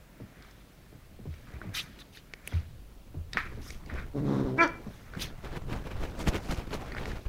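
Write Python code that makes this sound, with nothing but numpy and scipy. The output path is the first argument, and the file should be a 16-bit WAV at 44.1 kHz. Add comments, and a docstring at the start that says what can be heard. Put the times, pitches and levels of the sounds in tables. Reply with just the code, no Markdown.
"""On a bed in a small soft room, a puppy plays close to a phone. Pulsed vocal folds and resonances make
one low growl that breaks into a bark; shaped noise makes the pants and snorts; short damped rings make
the snaps of jaws and claws and the ticks of cloth threads, and decaying low modes the landings on the
mattress. Then cloth drags across the microphone in short strokes of grainy noise with pops. Rumble,
rustle, hum and hiss lie under it all."""
import sys
import numpy as np
from scipy import signal
from scipy.io import wavfile
from scipy.ndimage import uniform_filter1d

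SR = 44100
rng = np.random.default_rng(int(sys.argv[2]) if len(sys.argv) > 2 else 0)


def wav_record(signal):
    """Record a signal, one row per channel, as 16-bit PCM in the file named by sys.argv[1]."""
    frames = np.transpose(np.atleast_2d(signal))
    bounded = np.clip(frames, -1, 1)
    # unit amplitude maps onto the largest positive 16-bit level
    quanta = np.round(bounded * 32767).astype(np.int16)
    wavfile.write(sys.argv[1], SR, quanta)


def attenuation_scalar(level_db):
    """Turn a level in dB into a linear amplitude multiplier (20 dB per decade)."""
    decades = np.asarray(level_db, float) / 20
    return 10 ** decades


N = 321136  # length in samples

# Course of the growl. Each row: time in seconds, effort in dB, mean pitch in Hz, roughness from 0 to 1,
# throat stretch as a factor on the upper chest resonances.
GROWL_COURSE = [(4.135, -52.5, 146.2, 0.07, 1.22), (4.152, -31.5, 145.1, 0.14, 1.08),
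                (4.19, -31, 143.5, 0.48, 0.785), (4.224, -33.5, 142.1, 0.69, 0.737),
                (4.29, -29.5, 136.2, 0.44, 0.86), (4.35, -28, 135.4, 0.38, 0.766),
                (4.41, -29, 134.1, 0.32, 0.79), (4.44, -36, 132.6, 0.62, 1.07),
                (4.475, -32, 129.5, 0.18, 0.92), (4.535, -33, 127.2, .2, 0.79),
                (4.562, -35, 127.5, 0.28, 1.043), (4.587, -31.5, 149.4, 0.14, .7)]
# Chest resonances, heard through a shut mouth. Each row: centre in Hz, width in Hz, relative gain in dB.
CHEST_MODES = [(135, 60, -2), (245, 150, 1), (400, 170, -4), (600, 200, -13)]
# Mouth resonances of the breathy rasp. Each row: centre in Hz, width in Hz, relative gain in dB.
MOUTH_MODES = [(882, 740, 6), (1240, 1110, -11.5), (1850, 300, -23), (3564, 1410, -9.5), (5000, 1820, -22)]


def growl():
    """Source and filter: slow uneven pulses excite the chest, and breath noise rasps past the lips."""
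    t, effort_db, hz, rough, stretch = columns(GROWL_COURSE)
    # strong-weak pairs stand out in the loud middle
    pairs_start_s, pairs_end_s, pairs_fade_s = 4.28, 4.42, 0.025
    paired = np.clip(np.minimum(t - pairs_start_s, pairs_end_s - t) / pairs_fade_s + 0.5, 0, 1)
    alternation = 0.35 + (1.0 - 0.35) * paired

    # the lips close briefly three times, then part for the bark
    lips_shut_s, shut_length_s, parting_s, parting_db_per_s = (4.14, 4.225, 4.545), 0.025, 4.565, 501.5
    closures = sum(np.exp(-((t - s) / shut_length_s) ** 2) for s in lips_shut_s)
    mouth_db = -14 - 14 * closures + parting_db_per_s * np.maximum(t - parting_s, 0)

    # the lowest chest resonance is full only in this span
    boom_start_s, boom_end_s, boom_fade_s, boom_off_db = 4.168, 4.43, 0.02, -7
    boom = np.clip(np.minimum(t - boom_start_s, boom_end_s - t) / boom_fade_s + 0.5, 0, 1)
    low_hz, low_width, low_db = CHEST_MODES[0]
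    modes = [(low_hz, low_width, low_db + boom_off_db * (1 - boom))]
    modes += [(f * stretch, width, db) for f, width, db in CHEST_MODES[1:]]

    turns, strength, puffs = folds(hz, rough)
    halves = np.arange(2, 14)[:, None]  # orders counted in half harmonics
    odd = halves % 2
    lags = 0.2075 * odd  # in cycles: the weak pulse of a pair comes late
    lines = partials(turns - lags, hz, halves / 2, modes)
    lines = lines * np.where(odd, alternation, 1)  # pairs add half lines
    pulses = -lines.sum(0) / np.sqrt(1 + alternation ** 2) * strength
    chest = evened(pulses) + 0.68 * rough * evened(cavities(puffs, modes))
    rasp = attenuation_scalar(mouth_db) * evened(cavities(puffs, MOUTH_MODES))
    return t[0], attenuation_scalar(effort_db) * (chest + rasp)


# Course of the bark. Each row: time in seconds, effort in dB, mean pitch in Hz.
BARK_COURSE = [(4.576, -45.5, 314.3), (4.584, -32, 320), (4.589, -26, 326), (4.6, -24.5, 332.9),
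               (4.612, -21, 337.2), (4.624, -21.5, 340.6), (4.638, -23, 328.3), (4.653, -28.5, 289.9),
               (4.669, -37.5, 240.2), (4.685, -49, 214.8)]
# Open throat resonances. Each row: centre in Hz, width in Hz, relative gain in dB.
THROAT_MODES = [(330, 577, 2.5), (656, 315, -16.5), (987.5, 220, 0), (1403.6, 144, 5), (1727, 254, -0.5)]
# Resonances of the rasp. Each row: centre in Hz, width in Hz, relative gain in dB.
RASP_MODES = [(3216, 1070, 6.5), (4455, 730, 5), (5764, 425, 5)]


def bark():
    """Source and filter: fast sharp pulses in an open throat; a jaw resonance fades as the jaws shut."""
    t, effort_db, hz = columns(BARK_COURSE)
    jaw_start_db, jaw_opens_db_per_s, jaw_open_db, jaw_shut_db = -25, 1501, -1.5, -17
    jaw_shuts_s, jaw_time_s = 4.617, 0.00184
    opening_db = np.minimum(jaw_start_db + jaw_opens_db_per_s * (t - t[0]), jaw_open_db)
    still_open = 1 / (1 + np.exp((t - jaw_shuts_s) / jaw_time_s))
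    jaw_db = jaw_shut_db + (opening_db - jaw_shut_db) * still_open

    # the rasp swells, then eases
    rasp_top_s, rasp_top_db, rise_db_per_s, fall_db_per_s = 4.634, -14, 451, 250
    rasp_db = rasp_top_db - np.maximum(rise_db_per_s * (rasp_top_s - t), fall_db_per_s * (t - rasp_top_s))

    turns, strength, puffs = folds(hz, 0.1)
    orders = np.arange(1, 11)[:, None]
    full_pitch_hz = 325  # under this pitch the bark darkens
    top_hz = 2587 * np.minimum(hz / full_pitch_hz, 1) ** 1.5
    reach = 1 / (1 + (orders * hz / top_hz) ** 16)  # steep fall above top_hz
    lags = 0.0197 * orders  # in cycles: higher partials trail, so each pulse spreads
    lines = reach * partials(turns - lags, hz, orders, THROAT_MODES)
    voice = evened(lines.sum(0)) * strength
    pulses = evened((reach * np.cos(2 * np.pi * orders * turns)).sum(0))
    jaw = resonate(pulses + 0.4 * puffs, 2292, 343)  # rings on after each pulse
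    voice += attenuation_scalar(jaw_db) * evened(jaw)
    air = 0.293 * evened(cavities(puffs, THROAT_MODES))
    air += attenuation_scalar(rasp_db) * evened(cavities(puffs, RASP_MODES))
    return t[0], attenuation_scalar(effort_db) * (voice + air)


def folds(hz, rough):
    """Self-oscillation of the vocal folds: jittered cycles, uneven strength and a puff of air in each."""
    wobble, shimmer = uniform_filter1d(rng.standard_normal((2, len(hz))), size=300, axis=1)
    turns = np.cumsum(hz * (1 + 0.14 * rough * evened(wobble))) / SR
    strength = attenuation_scalar(2.2 * rough * evened(shimmer))
    opening = 0.5 + np.exp(0.51 * (np.cos(2 * np.pi * turns) - 1))
    return turns, strength, evened(opening * rng.standard_normal(len(hz)))


def partials(turns, hz, orders, modes):
    """Fourier synthesis of sharp pulses: cosines in step, each as strong as the resonances pass it."""
    gain = sum(attenuation_scalar(db) / (1 + (2 * (orders * hz - f) / width) ** 2) for f, width, db in modes)
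    return gain * np.cos(2 * np.pi * orders * turns)


# Puffs through the mouth. Each row: peak time in seconds, level in dB, time to rise 20 dB in seconds,
# time to fall 20 dB in seconds; the signs of both times are ignored.
PANT_PUFFS = [(.446, -59.5, 0.78, 0.36), (.94, -67, 0.48, -0.5), (1.35, -63, 0.23, -0.77),
              (1.472, -56, 0, 0.21), (1.564, -51.5, -0.04, 0.03), (1.625, -51.5, -0.0145, .12),
              (1.751, -41, -0.036, 0.0938), (1.86, -57.5, -0.35, 0.15), (1.99, -59, 0.08, 0.065),
              (2.174, -52, 0.02, -0.003), (2.44, -73, -0.27, -0.06), (2.485, -59.5, -0.43, 0.12),
              (2.533, -50, -0.03, 0.1353), (3.347, -44.5, 0.018, 0.09), (3.379, -32, 0.0124, 0.1159),
              (3.58, -63, 0.23, 0.32), (3.7, -58, 0.245, 0.11), (3.902, -46.5, 0.0177, 0.1157),
              (3.962, -46.5, 0.03, 0.0448), (3.988, -41.5, .03, 0.0737), (5.004, -62, 0.4, -0.87),
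              (5.151, -54, -0.05, -0.24), (5.235, -51, -0.18, .06), (6.98, -46.5, 0.1855, -0.08),
              (7.108, -48, -0.03, 0.07)]
# Snorts and sniffs through the nose. Each row: time of full flow in seconds, level in dB, hold in seconds,
# time to fall 20 dB in seconds, fine hiss in dB against the level.
SNORT_PUFFS = [(0.437, -68.5, 0.056, -0.77, -4.5), (1.322, -66, 0.0079, 0.87, -6.5),
               (1.75, -37, 0.0502, 0.0393, -1.5), (1.861, -61.5, .001, 0.34, -10),
               (1.989, -51, .032, 0.01, -6.5), (2.127, -60, 0.021, 0.02, -4.5),
               (2.148, -53, 0.0339, 0.03, -5), (2.47, -57.5, 0.0185, 0.15, -2.4),
               (2.525, -57.5, 0.039, 0.197, -7), (3.336, -49.5, 0.0122, 0.0654, -13.5),
               (3.375, -48, .004, .035, -6), (3.432, -64, 0.041, 0.38, -4), (3.62, -61, .135, .04, 8),
               (3.893, -61.5, .001, 0.27, -10.5), (4.915, -68.5, 0.068, 0.53, 2),
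               (5.196, -43, .022, .06, -7), (5.216, -35, 0.0118, 0.0536, -3),
               (6.972, -54.5, 0.0103, 0.08, -3.5), (7.087, -60.5, 0.025, -0.57, -4.5)]
# Mouth noise. Each row: frequency in Hz, relative density in dB per Hz.
PANT_SPECTRUM = [(410, -57), (700, -14.5), (1290, 0.5), (1430, 1.5), (1550, 0.5), (1720, 0.5), (2400, -2),
                 (3010, -25), (8000, -44), (10400, -73.5), (17600, -120)]
# Nose noise. Each row: frequency in Hz, relative density in dB per Hz.
SNORT_SPECTRUM = [(650, -51), (1100, -34), (1270, -15.5), (1660, -7), (1980, -4), (3780, .5), (5000, -8),
                  (6500, -39), (11000, -120)]
# Fine hiss of the nostrils. Each row: frequency in Hz, relative density in dB per Hz.
NOSTRIL_SPECTRUM = [(2940, -34.5), (5000, 0), (6160, 1.5), (7300, -7.5), (11900, -7.5), (12900, -9),
                    (15500, -13.5)]


def breaths():
    """Turbulence: air hisses through the mouth cavity and, brighter, through the nose."""
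    powers = np.zeros((3, N))  # mouth, nose, nostril hiss
    leak_db = np.array([[0], [-17.5], [-26.5]])  # the last two leak through the nose
    for s, level_db, rise, fall in PANT_PUFFS:
        powers += attenuation_scalar(leak_db) ** 2 * puff(s, level_db, rise, 0, fall)
    for s, level_db, hold, fall, hiss_db in SNORT_PUFFS:
        rise = 0.2 * fall
        flow = puff(s, level_db, rise, hold, fall)
        # the hiss peaks in mid-hold
        peak = puff(s + hold / 2, level_db + hiss_db, 1.5 * hold + rise, 0, 0.75 * (hold + fall))
        powers[1:] += flow, np.minimum(peak, 10 * flow)
    mouth = noise(PANT_SPECTRUM, 1.8, 1.6, size=512)
    nose = noise(SNORT_SPECTRUM, 3.2, 0.55, size=512)
    nostrils = noise(NOSTRIL_SPECTRUM, 3.05, 0.4, size=256)
    return (np.sqrt(powers) * [mouth, nose, nostrils]).sum(0)


def puff(s, level_db, rise, hold, fall):
    """Exponential growth and decay of power: 20 dB per rise or fall time, about a level hold."""
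    t = np.arange(N) / SR - s
    below = np.maximum(-t / abs(rise), (t - hold) / abs(fall))
    return attenuation_scalar(level_db - 20 * np.maximum(below, 0)) ** 2


# Snaps of jaws and claws, and ticks of cloth threads. Each row: start in seconds, ring level in dB,
# ring frequency in Hz, crack in dB against the ring before a 4 dB lift, crack frequency in Hz.
SNAPS_AND_TICKS = [(0.4236, -54.5, 2198, -1, 4482), (0.5107, -54, 2000, -4.5, 5000),
                   (1.34, -46.5, 2274, -15.5, 5000), (1.5195, -51, 1980, -12, 4500),
                   (1.5381, -48.5, 2093, -13.5, 5500), (1.6158, -31.5, 1455, -4, 426),
                   (2.172, -43, 1710, -9.5, 3500), (2.337, -26.5, 2170, -15, 4250),
                   (2.4754, -25, 2460, -5.5, 10500), (2.523, -46, 1500, 0.5, 700),
                   (3.3325, -33.5, 1907, -3, 4040), (3.3717, -10, 1752, -35, 5000),
                   (3.664, -44, 1210, -8.5, 600), (3.7455, -49, 2200, -6.5, 3500),
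                   (3.7048, -35, 2215, -8, 5310), (3.8611, -47.5, 2170, -8, 4730),
                   (3.899, -33.5, 1765, -24, 3600), (3.9393, -39, 1700, -17, 5200),
                   (4.676, -52, 2300, 2, 5780), (5.1364, -35, 1495, -24, 4000),
                   (5.1508, -36, 1525, -20, 4000), (6.191, -40.5, 1240, -9, 8000),
                   (6.205, -50.5, 1500, -1, 6500), (6.9205, -32, 1960, -17, 4050),
                   (6.949, -28.5, 1376, -21, 4017), (6.9672, -26.5, 1790, -38, 4000),
                   (6.983, -26.5, 1850, -25, 3900), (6.708, -40.5, 1300, -10, 3500),
                   (6.7305, -32.5, 900, -10.5, 2800), (7.0355, -36.5, 800, -12, 2500),
                   (7.0564, -28, 2015, -17, 4452), (7.117, -35.5, 1775, -17, 4200)]


def snaps_and_ticks():
    """Impulse response of a damped resonance: a cycle or two, a crack, a push below and one near echo."""
    out, t = np.zeros(N), np.arange(700) / SR
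    soft_rise_s, hard_rise_s, hard_db = 0.000772, 0.000341, -30  # hard ones are shorter
    cracks = rng.standard_normal((len(SNAPS_AND_TICKS), len(t)))
    for (s, ring_db, hz, crack_db, crack_hz), crack in zip(SNAPS_AND_TICKS, cracks):
        rise = hard_rise_s + (soft_rise_s - hard_rise_s) / (1 + np.exp(ring_db - hard_db))
        swell = t / rise * np.exp(1 - t / rise)
        sound = swell * np.sin(2 * np.pi * hz * t)
        sound += attenuation_scalar(crack_db + 4) * swell * evened(resonate(crack, crack_hz, 0.602 * crack_hz))
        push = np.exp(-t / 0.00172) * np.sin(2 * np.pi * 450 * t)
        push_db = -43 + 0.473 * (ring_db + 38)  # grows more slowly than the ring
        sound = attenuation_scalar(ring_db) * sound - attenuation_scalar(push_db) * push
        add(out, s, sound)
        add(out, s + 0.0027, attenuation_scalar(-9) * sound)
    return out


# Paws landing. Each row: start in seconds, knock in dB before an 8 dB cut, mattress ring in dB,
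# final ring frequency in Hz, ring decay by 60 dB in seconds.
PAW_LANDINGS = [(0.201, -33, -44.5, 108.2, 0.165), (0.926, -43, -55.5, 136.4, 0.088),
                (1.109, -45, -49, 69.1, 0.36), (1.19, -40.5, -46, 110.5, 0.096),
                (1.255, -33.5, -37, 78.2, 0.224), (1.526, -42.5, -39.5, 62.5, 0.139),
                (1.641, -31.5, -38, 100.2, 0.185), (2.521, -30, -26, 77.6, 0.299),
                (3.143, -32, -34, 79.86, 0.306), (3.346, -29, -51.5, 109.6, 0.176),
                (3.45, -36.5, -50.5, 59.7, 0.23), (3.518, -36, -44, 69, 0.4),
                (3.573, -34, -36, 61.25, 0.097), (3.913, -30.5, -33, 59.7, 0.177),
                (4.412, -47, -31, 41.3, 0.149), (4.86, -34.5, -39.5, 109, 0.0615)]


def landings():
    """Dispersion of bending waves in the bed: high ripples come first, then the low ring swells unevenly."""
    out, t = np.zeros(N), np.arange(SR // 2) / SR
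    knocks = rng.standard_normal((len(PAW_LANDINGS), len(t)))
    for (s, knock_db, ring_db, hz, t60), knock in zip(PAW_LANDINGS, knocks):
        ripple_hz = 200 + 400 * np.exp(-t / 0.00278)
        ripples = evened(resonate(knock, ripple_hz, 293)) * attenuation_scalar(-60 * t / 0.21) * np.minimum(t / 0.00043, 1)
        turns = np.cumsum(hz * (1 + 0.952 * np.exp(-t / 0.01526))) / SR  # the pitch glides down
        ring = np.sin(2 * np.pi * turns) + 0.434 * evened(resonate(knock, hz, 42.2))
        # a second, shorter mode
        ring += attenuation_scalar(-1 - 60 * t / 0.282) * evened(resonate(knock, 1.865 * hz, 33.5))
        swell = (1 - np.exp(-(t / 0.0382) ** 2)) * attenuation_scalar(-60 * t / t60)
        add(out, s, attenuation_scalar(knock_db - 8.0) * ripples + attenuation_scalar(ring_db) * swell / swell.max() * ring)
    return out


# Strokes of cloth over the microphone. Each row: peak time in seconds, level in dB,
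# length scale in seconds, fine hiss in dB against the level.
CLOTH_STROKES = [(5.459, -42.5, 0.0337, -24.5), (5.534, -43.5, 0.0339, -29), (5.571, -39.5, 0.018, -24.5),
                 (5.712, -45, 0.0372, -17.5), (5.733, -38.5, 0.0161, -25.5), (5.77, -46.5, 0.026, -30),
                 (5.871, -41.5, 0.0205, -28), (5.918, -43, 0.0152, -29), (5.965, -50, 0.0545, -24.5),
                 (6.04, -39.5, 0.0383, -20), (6.091, -55, 0.095, -13), (6.214, -38.5, 0.0304, -10.5),
                 (6.285, -29.5, 0.01893, -11), (6.36, -33.5, 0.0325, -18), (6.45, -49.5, 0.048, -8),
                 (6.52, -36, 0.0373, -12), (6.585, -43, 0.0308, -14), (6.617, -46, 0.048, -24),
                 (6.675, -46.5, 0.0076, -24), (6.744, -34.5, 0.0328, -16), (6.817, -44, 0.0266, -17.5),
                 (6.884, -48, 0.037, -14.5), (7.018, -42.5, 0.05, -31), (7.09, -43, 0.0442, -14.5),
                 (7.167, -44.5, 0.02115, -25.5), (7.263, -47.5, 0.0213, -24)]
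# Pops as the cloth lets go and the membrane is sucked out once. Each row: time in seconds,
# depth in dB before the rebound is mixed in, width scale in seconds.
MEMBRANE_POPS = [(5.723, -22, 0.00111), (5.738, -26.5, 0.00075), (6.289, -13.5, 0.00276),
                 (6.496, -22.5, 0.0018), (6.587, -23.5, 0.00284), (6.675, -31, 0.00098),
                 (7.134, -25, 0.00111), (7.265, -21.5, 0.00336)]
# Body of the drag. Each row: frequency in Hz, relative density in dB per Hz.
DRAG_SPECTRUM = [(200, -3.5), (400, 3.5), (1000, -4.5), (2500, -11), (5000, -22), (9000, -35.5)]
# Bass of the drag. Each row: frequency in Hz, relative density in dB per Hz.
DRAG_BASS_SPECTRUM = [(30, 14), (70, 10), (150, 10.5), (350, 3.5), (600, -42)]
# Fine hiss of the drag. Each row: frequency in Hz, relative density in dB per Hz.
DRAG_TREBLE_SPECTRUM = [(2000, -20), (4000, 0), (6500, -3), (9000, -9), (12000, -11), (15500, -19)]


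def cloth():
    """Dry friction: each stroke swells and stops, and threads catch, so the noise is grainy."""
    t, levels, pops = np.arange(N) / SR, np.zeros((3, N)), np.zeros(N)
    for s, level_db, length, treble_db in CLOTH_STROKES:
        bass_db = -1 + 0.536 * (level_db + 41)  # harder strokes thump more
        shape = 1 / np.cosh(2.2 * (t - s) / length * np.where(t > s, 1.2, 0.9))
        levels += attenuation_scalar(level_db + np.array([[0], [bass_db], [treble_db]])) * shape
    for s, depth_db, width in MEMBRANE_POPS:
        u = (t - s) / width
        rebound = 0.37 * np.exp(-((u - 2.6) / 3.1) ** 2)  # slower than the dip
        pops -= attenuation_scalar(depth_db) * (np.exp(-u ** 2) - rebound)
    body = noise(DRAG_SPECTRUM, 1.5, 2.2, size=512)
    bass = noise(DRAG_BASS_SPECTRUM, 1.5, 1.5, size=1024)
    treble = noise(DRAG_TREBLE_SPECTRUM, 1.5, 2.6, size=256)
    return (levels * [body, bass, treble]).sum(0) + attenuation_scalar(-13) * levels[0] * crackle() + pops


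def crackle():
    """Poisson process of threads catching: sparse uneven ticks, each a short dull burst; rms 1."""
    ticks_per_s, spread_db, decay_s = 300, 4, 0.0008
    sizes = attenuation_scalar(spread_db * np.minimum(rng.exponential(1, N), 4))
    ticks = sizes * (rng.random(N) < ticks_per_s / SR)
    swell = signal.lfilter([1], [1, -np.exp(-1 / (decay_s * SR))], ticks)
    return evened(swell * resonate(rng.standard_normal(N), 1610, 2270))


# The mattress rocking under the puppy and the hand. Each row: time in seconds, level in dB.
ROCKING_LEVELS = [(0.0, -61), (0.45, -62), (0.64, -71.5), (1.0, -54), (1.78, -50), (1.97, -60.5),
                  (2.55, -56.5), (2.7, -44.5), (2.9, -53), (3.5, -43), (3.87, -46.5), (3.96, -38.5),
                  (4.12, -45.5), (5.06, -51.5), (5.19, -42), (5.33, -45), (5.76, -37.5), (5.9, -41.5),
                  (6.04, -34.5), (6.3, -47.5), (6.42, -41), (7.19, -40.5), (7.28, -64.5)]
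# Bedding sliding. Each row: time in seconds, level in dB.
SLIDING_LEVELS = [(0.0, -61.5), (0.5, -60.5), (0.97, -70), (1.32, -75.5), (1.5, -52.5), (1.97, -53.5),
                  (2.26, -70.5), (2.57, -52.5), (2.7, -63.5), (3.29, -66), (3.4, -55.5), (3.87, -52.5),
                  (3.96, -43.5), (4.12, -55), (4.9, -48), (5.06, -58.5), (5.19, -43.5), (5.33, -51),
                  (5.67, -49.5), (5.76, -39.5), (5.9, -48), (6.34, -41.5), (6.56, -57), (6.82, -43.5),
                  (7.19, -45.5), (7.28, -72.5)]
# Rumble of the mattress. Each row: frequency in Hz, relative density in dB per Hz.
RUMBLE_SPECTRUM = [(15, -8), (30, 0.5), (50, -4), (90, -13), (140, -11), (250, -79)]
# Rustle of the bedding. Each row: frequency in Hz, relative density in dB per Hz.
RUSTLE_SPECTRUM = [(60, -15), (150, 1.5), (400, -9), (1000, -16), (2500, -26), (6000, -37.5),
                   (15500, -52.5)]


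def shifting():
    """Amplitude-modulated noise: bed and hand on the phone never rest, with lumpy rumble and soft rustle."""
    t = np.arange(N) / SR
    rocking_db = np.interp(t, *np.transpose(ROCKING_LEVELS))
    sliding_db = np.interp(t, *np.transpose(SLIDING_LEVELS))
    rumble = attenuation_scalar(rocking_db) * noise(RUMBLE_SPECTRUM, 1.5, 0, size=2048)
    return rumble + attenuation_scalar(sliding_db) * noise(RUSTLE_SPECTRUM, 2.93, 2.89)


# Decay of the small soft room. Each row: frequency in Hz, time to fall 60 dB in seconds.
ROOM_DECAY = [(150, 0.49), (400, 0.317), (1000, 0.311), (3000, 0.34), (8000, 0.178)]


def room(x):
    """Diffuse reverberation: sparse taps of random sign, each band dying at its own speed."""
    taps = np.zeros(SR // 2)
    at = np.arange(300, len(taps) - 20, 20)
    taps[at + rng.integers(0, 20, len(at))] = rng.choice([-1., 1.], len(at))
    hz, t, z = signal.stft(taps, SR, nperseg=256)
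    decay = attenuation_scalar(-60 * t / read(ROOM_DECAY, hz)[:, None])
    tail = signal.istft(z * decay, SR, nperseg=256)[1]
    return signal.fftconvolve(x, tail / np.linalg.norm(tail))[:N]


def hum():
    """Narrow-band noise: a low hum whose strength wavers."""
    return attenuation_scalar(-60) * evened(resonate(rng.standard_normal(N), 47, 11))


# Hiss of the microphone. Each row: frequency in Hz, relative density in dB per Hz.
HISS_SPECTRUM = [(35, -21.5), (60, 0), (152, -2), (306, -9.5), (404, -13), (644, -13.5), (707, -16.5),
                 (892, -20), (2010, -23), (2660, -23), (8320, -31.5), (13900, -30.5), (15600, -28)]


def hiss():
    """Stationary random noise: the nearly steady coloured hiss of the microphone."""
    return attenuation_scalar(-57) * noise(HISS_SPECTRUM, 0.85, 0.22)


def noise(spectrum, patchy_db, grainy_db, size=1024):
    """Spectral shaping of noise to rms 1, with drifting patches and a fast flutter shared by all bands."""
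    frames, hz = 4 * N // size + 5, np.fft.rfftfreq(size, 1 / SR)
    a, b, patches = rng.standard_normal((frames, len(hz), 3)).T
    patches = uniform_filter1d(patches, size=10, axis=0)  # over frequency
    patches = evened(uniform_filter1d(patches, size=6, axis=1))  # over time
    z = (a + 1j * b) * attenuation_scalar(read(spectrum, hz)[:, None] + patchy_db * patches)
    coloured = signal.istft(z, nperseg=size, noverlap=3 * size // 4)[1][:N]
    flutter = evened(uniform_filter1d(rng.standard_normal(N), size=130))
    return evened(coloured * attenuation_scalar(grainy_db * flutter))


def resonate(x, hz, width):
    """Heterodyne resonance of gain 1 that follows hz: shift down, smooth twice, shift back."""
    turn = np.exp(2j * np.pi * np.cumsum(hz * np.ones(len(x))) / SR)
    r = np.exp(-np.pi * width / SR)
    smooth = signal.lfilter([(1 - r) ** 2], [1, -2 * r, r * r], x / turn + 1e-18)
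    return 2 * (turn * smooth).real


def cavities(x, modes):
    """Modal superposition: the input through a sum of resonances."""
    return sum(attenuation_scalar(db) * resonate(x, hz, width) for hz, width, db in modes)


def evened(x):
    """Normalisation of mean power: scales to rms 1."""
    return x / np.sqrt(np.mean(x ** 2) + 1e-20)


def read(points, hz):
    """Logarithmic interpolation: the value of a (Hz, value) table at hz."""
    f, value = np.transpose(points)
    return np.interp(np.log(hz + 1), np.log(f + 1), value)


def columns(rows):
    """Linear interpolation: time and every column of a curve, sample by sample."""
    s, *values = np.transpose(rows)
    t = np.arange(s[0], s[-1], 1 / SR)
    return [t] + [np.interp(t, s, v) for v in values]


def add(mix, s, sound):
    """Linear superposition: adds a sound into the mix at time s."""
    part = mix[round(s * SR):][:len(sound)]
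    part += sound[:len(part)]


def scene():
    """Direct and reverberant sound: voice, snaps and ticks fill the room; the rest is close and dry."""
    voice = np.zeros(N)
    add(voice, *growl())
    add(voice, *bark())
    clicks = snaps_and_ticks()
    wet = room(attenuation_scalar(-11.0) * voice + attenuation_scalar(-28) * clicks)
    near = voice + clicks + breaths() + landings() + cloth()
    return (near + wet + shifting() + hum() + hiss())[None]


def band_limit(x):
    """A steep low-pass at the top of the band."""
    return signal.sosfilt(signal.butter(12, 15750, fs=SR, output="sos"), x)


def record(dry):
    """Linear-phase low-pass filtering: the band limit at 15850 Hz."""
    low_pass = signal.firwin(511, 15850, window=("kaiser", 9), fs=SR)
    mix = signal.oaconvolve(dry, low_pass[None], "same")
    return band_limit(mix)


dry = scene()
out = record(dry)
wav_record(out)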